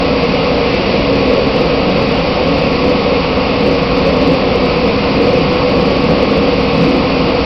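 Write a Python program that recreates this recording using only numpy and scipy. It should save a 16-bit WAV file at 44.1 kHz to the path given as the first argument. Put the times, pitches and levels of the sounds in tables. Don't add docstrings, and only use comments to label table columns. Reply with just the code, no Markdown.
import sys
import numpy as np
from scipy import signal
from scipy.fft import rfft, irfft, next_fast_len
from scipy.io import wavfile
from scipy.ndimage import map_coordinates

SR = 44100
rng = np.random.default_rng(int(sys.argv[2]) if len(sys.argv) > 2 else 0)


def unload_wav(signal):
    wavfile.write(
        sys.argv[1],
        SR,
        np.round(np.clip(np.atleast_2d(signal).T, -1, 1) * 32767).astype(np.int16),
    )


N = 328545
TIME = np.arange(N) / SR

# centre_hz, width_hz, relative_db
CABINET_MODES = [(51.3, 16, -11.5), (77.3, 13, -11.5), (138, 8, -9.5), (156.4, 7, -7.5), (167.8, 8, -2.5),
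                 (192, 10, -4), (207, 10, -4), (221, 6.4, -10), (239.5, 8, -7.5), (257.9, 14, -3),
                 (278, 7, 0.3), (299.6, 14, -12), (352.5, 8, -10.5), (372.5, 5.1, -12), (456, 11, -6),
                 (469.4, 14, -4.5), (481.2, 9, -3.5), (497, 12.7, -0.5), (510, 10, -8), (531, 7, -5.5),
                 (547, 28, -9), (578.6, 9.2, -7), (595.6, 4.9, -8.8), (638.5, 18, -12), (692, 6.4, -15.5),
                 (737, 8, -11), (766, 49, -17.5), (900, 11, -18.5), (1257, 8, -16)]
# frequency_hz, relative_db
RUSH_SPECTRUM = [(8, -24), (22, -32), (38, -32.5), (60, -24.5), (120, -15), (180, -20.5), (430, -14),
                 (610, -18.5), (700, -18), (830, -20.5), (1200, -22.5), (1320, -24.5), (1550, -33.5),
                 (2200, -73.5)]
BAND_EDGES = [125, 232, 400, 620]
# base_db, unrest_db, unrest_per_s
DRONE_BANDS = [(-20.5, 1.3, 12), (-18.9, 1.3, 13), (-16.4, 1.3, 9)]
# time_s, gain_db
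DRONE_TREND = [(0, -.6), (.6, -.8), (1.2, 0), (2.5, -.3), (3.25, -.8), (3.9, .2), (5, .1), (6.3, 1.3),
               (6.85, .9), (7.25, -.3)]
# peak_s, boom_db, body_db, ring_db
DRONE_SWELLS = [(0.31, 3, 2, 1.5), (0.96, 0.5, 1.4, 3.5), (1.13, 3.4, 2.5, 1.4), (1.36, 0.3, -0.3, 3),
                (1.97, 4, 0.5, 1.5), (2.53, 3.5, 1.5, 2), (2.9, 1.5, 3, 1), (3.66, 2, 2.5, 2),
                (4.29, 3, 4.5, 1), (4.89, 3.5, 0.3, 3), (5.23, 0.6, 1.7, 2.5), (5.76, 3, 2, 1.3),
                (6.08, 4, 3, 1), (6.21, -0.3, -0.5, 2.5), (6.8, 5, 0.5, 1), (6.93, -0.2, 4, 2.5)]
# frequency_hz, relative_db
SPRAY_SPECTRUM = [(900, -31), (1400, -12), (1720, -9), (2000, -4), (2350, -1.1), (2620, 1), (2900, -3),
                  (3350, -7.5), (4150, -8.5), (4600, -4), (4950, -8.5), (5500, -15), (5750, -23.5),
                  (6300, -53.5)]
# time_s, level_db
SPRAY_LEVEL = [(0, -23), (0.8, -22), (1.8, -23), (2.2, -22.3), (2.8, -23), (5, -23), (7.45, -23)]
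# frequency_hz, ripple_factor
SPRAY_RIPPLE = [(2600, 0.97), (4500, 0.46)]
# shaft_order, level_db
PUMP_ORDERS = [(1, -36), (2, -29.5), (3, -34)]
DRIVE_PITCHES = [1024.1, 1075.3, 1124.1]
DRIVE_LEVELS = [-34.8, -34.7, -33.5]
# pitch_hz, level_db
UPPER_WHINES = [(2087, -49.5), (2132, -48), (2320, -49), (2440, -47), (2624, -44.5)]


def cabinet(rumble_db=-27.5, wash_db=-22, wash_unrest_db=0.4):
    rumble = amp(rumble_db) * cabinet_band(0, BAND_EDGES[0])
    wash_gain = amp(wash_db + wash_unrest_db * wobble(6))
    wash = wash_gain * ride_level(cabinet_band(BAND_EDGES[-1], SR / 2), window_samples=22000)
    return drone() + rumble + wash


def drone(swell_width_s=.055):
    trend_db = envelope(DRONE_TREND)
    lifts_db = sum(np.outer(heights_db, np.exp(-((TIME - peak_s) / swell_width_s) ** 2))
                   for peak_s, *heights_db in DRONE_SWELLS)
    bands = zip(DRONE_BANDS, lifts_db, BAND_EDGES, BAND_EDGES[1:])
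    out = np.zeros(N)
    for (base_db, unrest_db, unrest_per_s), lift_db, low_hz, high_hz in bands:
        level_db = base_db + trend_db + unrest_db * wobble(unrest_per_s) + lift_db
        out += amp(level_db) * ride_level(cabinet_band(low_hz, high_hz), window_samples=10000)
    return out


def cabinet_band(low_hz, high_hz):
    return noise(lambda hz: cabinet_response(hz) * (hz >= low_hz) * (hz < high_hz))


def cabinet_response(hz, ripple_db=2):
    mode_power = 0
    for centre_hz, width_hz, db in CABINET_MODES:
        detuning = (hz ** 2 - centre_hz ** 2) / ((hz + 1e-3) * width_hz)
        mode_power += (amp(db) / (1 + detuning ** 2)) ** 2
    rush = amp(along(RUSH_SPECTRUM, hz) + ripple_db * wall_ripple(hz, step_hz=6))
    return np.sqrt(mode_power + rush ** 2)


def spray(trim_db=-0.01, ripple_db=2.5, flutter_db=0.2):
    def colour(hz):
        walls_db = ripple_db * wall_ripple(hz, step_hz=9) * along(SPRAY_RIPPLE, hz)
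        return amp(along(SPRAY_SPECTRUM, hz) + walls_db)
    hiss = noise(colour)
    return amp(envelope(SPRAY_LEVEL) + trim_db + flutter_db * wobble(18)) * hiss


def pump_hum(shaft_hz=31.02):
    return sum(tone(order * shaft_hz, db, drift_hz=0.054, waver_db=0.5) for order, db in PUMP_ORDERS)


def drive_whine(sway_db=1.3, sway_per_s=1.6):
    main = sum(tone(hz, db + sway_db * wobble(sway_per_s), drift_hz=.3, waver_db=1.5)
               for hz, db in zip(DRIVE_PITCHES, DRIVE_LEVELS))
    upper = sum(tone(hz, db, drift_hz=0.99, waver_db=3.0) for hz, db in UPPER_WHINES)
    return main + upper


def tone(hz, rms_db, drift_hz, waver_db):
    turns = np.cumsum(hz + drift_hz * wobble(3.04)) / SR + rng.random()
    return np.sqrt(2) * amp(rms_db + waver_db * wobble(5)) * np.sin(2 * np.pi * turns)


def wall_ripple(hz, step_hz):
    return np.interp(hz / step_hz, np.arange(2000), rng.standard_normal(2000))


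def noise(response):
    size = next_fast_len(N)
    hz = np.fft.rfftfreq(size, 1 / SR)
    spectrum = response(hz) * np.exp(2j * np.pi * rng.random(len(hz)))
    bed = irfft(spectrum, size)[:N]
    return bed / np.sqrt(np.mean(bed ** 2) + 1e-20)


def ride_level(x, window_samples):
    window = np.hanning(window_samples)
    smooth = lambda v: signal.fftconvolve(v, window, 'same')
    return x / np.sqrt(np.abs(smooth(x ** 2)) / smooth(np.ones(N)) + 1e-12)


def wobble(knots_per_s):
    knots = rng.standard_normal(int(N * knots_per_s / SR) + 4)
    return map_coordinates(knots, [TIME * knots_per_s])


def envelope(points):
    return np.interp(TIME, *np.transpose(points))


def along(points, hz):
    knots_hz, values = np.transpose(points)
    return np.interp(np.log(hz + 1), np.log(knots_hz + 1), values)


def amp(db):
    return 10 ** (np.asarray(db) / 20)


def brickwall(x, cutoff_hz):
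    size = next_fast_len(N + SR // 2)
    passband = np.fft.rfftfreq(size, 1 / SR) < cutoff_hz
    return irfft(rfft(x, size) * passband, size)[:N]


def scene():
    return (cabinet() + spray() + pump_hum() + drive_whine())[None]


def record(dry, gain_db=0.24, overload=.745, knee=16, ceiling=.708):
    hot = amp(gain_db) * dry[0]
    squashed = hot / (1 + np.abs(hot / overload) ** knee) ** (1 / knee)
    narrow = brickwall(squashed, cutoff_hz=6200)
    clipped = np.clip(narrow, -ceiling, ceiling)
    return brickwall(clipped, cutoff_hz=15870)[None]


dry = scene()
out = record(dry)
unload_wav(out)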